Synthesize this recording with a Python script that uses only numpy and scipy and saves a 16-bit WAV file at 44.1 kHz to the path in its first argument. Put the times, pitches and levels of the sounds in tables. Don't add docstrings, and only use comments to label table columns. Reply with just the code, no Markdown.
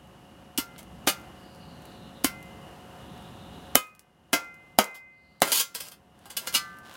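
import sys
import numpy as np
from scipy import signal
from scipy.fft import rfft, irfft
from scipy.io import wavfile
from scipy.ndimage import uniform_filter1d

SR = 44100
rng = np.random.default_rng(int(sys.argv[2]) if len(sys.argv) > 2 else 0)


def wav_record(signal):
    frames = np.transpose(np.atleast_2d(signal))
    bounded = np.clip(frames, -1, 1)
    quanta = np.round(bounded * 32767).astype(np.int16)
    wavfile.write(sys.argv[1], SR, quanta)


N = 306936
TIME = np.arange(N) / SR

# start_s, contact_s, crack_db (over the ring-out),
# level_db, body_db and fizz_db (both relative to level_db), shaft_db, paver_db, then one ring_db each
BLOWS = [(.583, .0016, -3, -34.5, -6, -2, -17, -35, -33, -45, -60, -62),
         (1.0715, .0018, -6, -21.5, -6, -4, -17, -14.5, -36.5, -48, -35, -50),
         (2.2438, .001, 1, -26.5, -9, 2, -14.5, -18.5, -35, -37, -48, -62),
         (3.7542, .0008, 1, -7, -3.5, 3.5, 0, 3, -32, -39, -6, -43),
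         (4.3306, .0008, -7, -12, -3, -2, -12, -18, -13.5, -22, -43, -47),
         (4.787, .0007, -8, -3.5, 2.5, -1.5, -5, 8.5, -16, -11, -35, -39),
         (5.4187, .0009, -1.5, -6.3, 0, -.5, -6, 12.3, -14, -25.5, -35, -39),
         (6.4705, .002, -3, -27, -11, -1, -50, -45, -31, -55, -59, -49),
         (6.5455, .004, -4, -15.5, -17, -2.5, -40, -37, -50, -44, -50, -28.5)]


def amp(db):
    return 10 ** (np.asarray(db) / 20)


def unit_rms(x):
    return x / np.sqrt(np.mean(x ** 2) + 1e-20)


def add(mix, start_s, sound):
    part = mix[round(start_s * SR):][:len(sound)]
    part += sound[:len(part)]


def band(x, lo_hz, hi_hz, order=3):
    edges_hz = [lo_hz, min(hi_hz, SR / 2 - 100)]
    return signal.sosfilt(signal.butter(order, edges_hz, "band", fs=SR, output="sos"), x)


def coloured(x, points):
    hz, db = np.transpose(points)
    gain = amp(np.interp(np.log(np.fft.rfftfreq(len(x), 1 / SR) + 1), np.log(hz), db))
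    return unit_rms(irfft(rfft(x) * gain, len(x)))


def drift(rate_hz):
    knots = np.arange(0, TIME[-1] + 1, .5 / rate_hz)
    return unit_rms(np.interp(TIME, knots, rng.standard_normal(N)[:len(knots)]))


def swell(t, rise_s):
    return t / rise_s * np.exp(1 - t / rise_s)


def hump(start_s, length_s):
    return np.sqrt(abs(np.sin(np.pi * np.clip((TIME - start_s) / length_s, 0, 1))))


def lagged(x, lag_s):
    pole = np.exp(-1 / (lag_s * SR))
    return signal.lfilter([1 - pole], [1, -pole], x)


def yard(rumble_db=-48.9, murmur_db=-49.2, heave_db=1.2, swell_db=.7, waver_hz=.8):
    # freq_hz, gain_db
    rumble_colour = [(15, -44), (28, -24), (45, -11), (68, 0), (95, -5), (140, -2), (180, 1), (240, -5),
                     (350, -22), (900, -60)]
    murmur_colour = [(100, -22), (230, -3), (330, -1), (450, -5), (620, -6), (760, -4), (1000, -6.5),
                     (1840, -14), (2300, -20), (2650, -16), (2880, -9), (3250, -19), (4200, -23.5),
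                     (12900, -29.7), (16000, -34)]
    # pitch_hz, level_db (relative to the murmur)
    hum_tones = [(544, -7), (726, -6), (2885, -14.5)]
    rumble = coloured(rng.standard_normal(N), rumble_colour) * amp(heave_db * drift(3))
    murmur = coloured(rng.standard_normal(N), murmur_colour) * amp(swell_db * drift(6))
    hum = sum(amp(db) * np.sin(2 * np.pi * np.cumsum(hz + waver_hz * drift(12)) / SR)
              for hz, db in hum_tones)
    return amp(rumble_db) * rumble + amp(murmur_db) * (murmur + hum)


def blade_ring(t, family, scatter_db=0):
    # pitch_hz, level_db, t60_s,
    # family (0-2 tip resting on battery or stone, 3 blade free, 4 upper modes of every contact)
    modes = [(1387, -.5, .4, 0), (1753, -18, .36, 0), (2170, -16, .32, 0), (2072, 0, .27, 0),
             (2066, -1, .95, 1), (2486, -12, .8, 1), (1560, -11, .63, 1), (1260, -1, .3, 2),
             (2083, -6, .27, 2), (2492, -8, .4, 2), (3025, 5, .13, 2), (1191, 0, 1.05, 3),
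             (1357, -2, .58, 3), (1543, -1, 1.2, 3), (1750, -9, 1.2, 3), (1997, 0, .5, 3),
             (2865, 26, .06, 3), (4231, 9, .2, 3), (4570, 17, .12, 3), (5080, 19, .14, 3),
             (1600, 4, .11, 4), (2935, 4, .09, 4), (3178, 2, .11, 4), (3440, -4, .12, 4),
             (4428, -1.5, .13, 4), (4850, 2, .13, 4), (5188, -5, .15, 4), (8740, -9, .12, 4),
             (11447, -4, .11, 4), (12250, -2.5, .11, 4)]
    hz, db, t60, _ = np.array([mode for mode in modes if mode[3] == family]).T[:, :, None]
    strength = amp(db + scatter_db * rng.uniform(-1, 1, db.shape))
    return (strength * amp(-60 * t / t60) * np.sin(2 * np.pi * hz * t)).sum(0)


def plate_modes(size, spacing_hz=80, spread_db=7):
    offset, phase = rng.random((2, 600))
    strength = amp(spread_db * np.clip(rng.standard_normal(len(offset)), -2, 2))
    bins = ((np.arange(len(offset)) + offset) * spacing_hz * size / SR).astype(int)
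    spectrum = np.zeros(size // 2 + 1, complex)
    in_range = bins < size // 2
    spectrum[bins[in_range]] = (strength * np.exp(2j * np.pi * phase))[in_range]
    return unit_rms(irfft(spectrum, size))


def band_levels(db, body_db, fizz_db, knock_db, clang_db):
    return db + np.array([body_db + knock_db, body_db, body_db / 2 + clang_db, 0, fizz_db])


def contact(contact_s, crack_db, levels_db, modes_db, graininess, noise_db=-10):
    # ring_t60_s, echo_db, echo_t60_s
    decays = [(.08, -24, .4), (.11, -19, .4), (.14, -20, .36), (.13, -21, .32), (.105, -24, .27)]
    edges_hz = [180, 480, 1100, 2600, 7000, 16500]
    t = np.arange(16384) / SR
    force = swell(t, contact_s)
    build_up = np.cumsum(force) / force.sum()
    age = np.maximum(t - 2 * contact_s, 0)
    impacts, sizes, scatter = rng.standard_normal((3, len(t)))
    clumps = unit_rms(uniform_filter1d(sizes, size=60))
    burst = impacts * np.exp(graininess * np.clip(clumps, -2, 2)) * force
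    plate = plate_modes(len(t))
    upper = amp(modes_db) * blade_ring(t, family=4, scatter_db=6)
    sound = np.zeros(len(t))
    for k, ((t60, echo_db, echo_t60), level_db) in enumerate(zip(decays, levels_db)):
        near = (plate + amp(noise_db) * scatter) * amp(-60 * age / t60)
        echo = (.5 * plate + scatter[::-1]) * amp(echo_db - 60 * age / echo_t60)
        crack = unit_rms(band(burst, *edges_hz[k:k + 2]))
        ring_out = unit_rms(band(build_up * (near + echo + upper), *edges_hz[k:k + 2]))
        sound += amp(level_db) * unit_rms(amp(crack_db) * crack + ring_out)
    return sound * np.sqrt(.04 / t[-1])


def stick_slip(every_s=.022, jitter_s=.0015, drag_slip_s=.006, spread_db=.8):
    # start_s, slip_s, level_db, body_db (relative to level_db);
    # the row at 5.7425 s is a faint lead-in noise that softens the start of the next scrape
    singles = [(.5765, .0016, -26, -21), (.78, .004, -49, -3), (1.083, .002, -27, -8),
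               (4.943, .005, -34, -11), (5.5185, .003, -5.5, -17), (5.7425, .003, -36, -10),
               (5.7485, .002, -21.5, -12), (5.8015, .002, -25.5, -13), (5.912, .005, -38.5, -9),
               (6.253, .004, -46, 3), (6.298, .004, -37, -7), (6.3665, .002, -22, -16),
               (6.524, .005, -35, -6), (6.539, .002, -26, -12)]
    # start_s, length_s, level_db (of each slip), body_db (relative to level_db)
    drags = [(5.446, .075, -20, -3), (5.543, .055, -8.7, -18), (5.778, .095, -37.5, -9),
             (6.41, .055, -46, 3)]
    ahead_s, lead_in_s, lead_in_db, lead_in_body_db = .006, .003, -39, -7
    cues = list(singles) + [(s - ahead_s, lead_in_s, lead_in_db, lead_in_body_db) for s, *_ in BLOWS]
    for start_s, length_s, db, body_db in drags:
        for s in np.arange(start_s, start_s + length_s, every_s):
            late, harder = rng.standard_normal(2)
            cues.append((s + jitter_s * late, drag_slip_s, db + spread_db * harder, body_db))
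    return cues


def scrapes(rasp_db=-4.5, sing_db=-7):
    out, t = np.zeros(N), np.arange(SR // 2) / SR
    singing = blade_ring(t, family=0) * (1 - np.exp(-t / .004))
    for start_s, slip_s, db, body_db in stick_slip():
        levels = band_levels(db, body_db, fizz_db=.5, knock_db=-8.5, clang_db=-1.5)
        add(out, start_s, contact(slip_s, rasp_db, levels, modes_db=-7, graininess=1.0, noise_db=-12))
        add(out, start_s, amp(levels[2] + sing_db) * singing)
    return out


def blows():
    out, t = np.zeros(N), np.arange(SR) / SR
    for start_s, contact_s, crack_db, db, body_db, fizz_db, _, _, *rings_db in BLOWS:
        levels = band_levels(db, body_db, fizz_db, knock_db=-4.5, clang_db=1)
        add(out, start_s, contact(contact_s, crack_db, levels, modes_db=-15, graininess=.3))
        attack = 1 - np.exp(-t / contact_s)
        for family, ring_db in enumerate(rings_db):
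            add(out, start_s, amp(ring_db) * blade_ring(t, family) * attack)
    return out


def thuds(shaft_hz=280, paver_hz=715, ground_hz=68):
    out, t = np.zeros(N), np.arange(SR // 8) / SR
    for start_s, _, _, _, _, _, shaft_db, paver_db, *_ in BLOWS:
        bodies = [(shaft_hz, .0036, shaft_db), (paver_hz, .0015, paver_db),
                  (ground_hz, .007, shaft_db - 23)]
        for hz, rise_s, db in bodies:
            add(out, start_s, amp(db) * swell(t, rise_s) * np.sin(2 * np.pi * hz * t))
    return out


def fine_grit(flight_s=(.1, .24), chip_db=-19, stray_db=-40, spread_db=3, low_db=-12):
    chips = [(s + flight, db + chip_db)
             for s, _, _, db, *_ in BLOWS for flight in rng.uniform(*flight_s, size=2)]
    strays = [(s, stray_db) for s in rng.uniform(0, TIME[-1], size=14)]
    return [(s, db + spread_db * rng.standard_normal(), low_db) for s, db in chips + strays]


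def grit(tick_s=.0007, tail_db=-17, tail_t60_s=.11, trim_db=-6):
    # (under 3.5 kHz, relative to the treble)
    stones = [(.762, -41, 21), (.781, -28, -1), (.83, -31, -3), (1.1, -11, -12), (1.855, -32, -12),
              (2.428, -34, -10), (3.9505, -21, -12), (3.994, -13, -14), (4.843, 5, -6), (5.404, -15, -18),
              (5.886, -12, -14), (6.787, -27, -3), (6.94, -25, 0)]
    out, t = np.zeros(N), np.arange(SR // 6) / SR
    envelope = np.exp(-t / tick_s) + amp(tail_db - 60 * t / tail_t60_s)
    for start_s, db, low_db in list(stones) + fine_grit():
        noise = rng.standard_normal(len(t)) * envelope
        tick = band(noise, 3500, 16000, order=1) + amp(low_db) * band(noise, 1200, 3500)
        add(out, start_s, amp(db + trim_db) * tick)
    return out


def bird(blur_hz=550, flutter_db=2):
    # start_s, length_s, first_pitch_hz, last_pitch_hz, level_db
    phrases = [(1.33, 1.1, 4850, 3300, -60), (2.95, .95, 3550, 3780, -60.5), (5.1, .55, 4450, 4280, -58)]
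    out = np.zeros(N)
    blur = drift(blur_hz) + 1j * drift(blur_hz)
    for start_s, length_s, first_hz, last_hz, db in phrases:
        pitch_hz = np.interp(TIME, [start_s, start_s + length_s], [first_hz, last_hz])
        glide = np.exp(2j * np.pi * np.cumsum(pitch_hz) / SR)
        out += amp(db) * hump(start_s, length_s) * (blur * glide).real
    return amp(flutter_db * drift(12)) * band(out, 2800, 5600)


def shoe_shuffle(grains_per_s=4000, spread_db=3):
    # start_s, length_s, level_db
    shifts = [(6.14, .66, -48), (6.83, .3, -42.5)]
    # freq_hz, gain_db
    gravel_colour = [(200, -20), (900, 0), (1600, -2), (2200, -8), (3300, -4), (6000, -13), (15000, -20)]
    grains = rng.standard_normal(N) * (rng.random(N) < grains_per_s / SR)
    grains *= amp(spread_db * np.minimum(rng.exponential(1, N), 4))
    pressure = sum(amp(db) * hump(start_s, length_s) for start_s, length_s, db in shifts)
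    return pressure * coloured(grains, gravel_colour)


def gain_control(x, threshold_db=-17.3, sense_s=.01, attack_s=.0005, recover_s=1.43, start_cut_db=6.8):
    level_db = 10 * np.log10(lagged(x[0] ** 2, sense_s) + 1e-12)
    over_db = np.maximum(level_db - threshold_db, 0)
    recovery = np.exp(-TIME / recover_s)
    cut_db = np.maximum.accumulate(np.maximum(over_db / recovery, start_cut_db)) * recovery
    return x * amp(-lagged(cut_db, attack_s))


def scene():
    return (blows() + thuds() + scrapes() + grit() + shoe_shuffle() + yard() + bird())[None]


def record(dry, ceiling=.77, low_cut_hz=35, high_cut_hz=16100):
    hz = np.fft.rfftfreq(N, 1 / SR)
    tint_db = np.interp(hz, [0, 8000, 10500, 13000, 16000], [0, -.7, 1.5, -1.5, -2])
    tinted = irfft(rfft(dry) * amp(tint_db), N)
    clipped = ceiling * np.tanh(gain_control(tinted) / ceiling)
    low_cut = signal.butter(2, low_cut_hz, "high", fs=SR, output="sos")
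    high_cut = signal.firwin(301, high_cut_hz, window=("kaiser", 9), fs=SR)
    return signal.oaconvolve(signal.sosfilt(low_cut, clipped), high_cut[None], "same")


dry = scene()
out = record(dry)
wav_record(out)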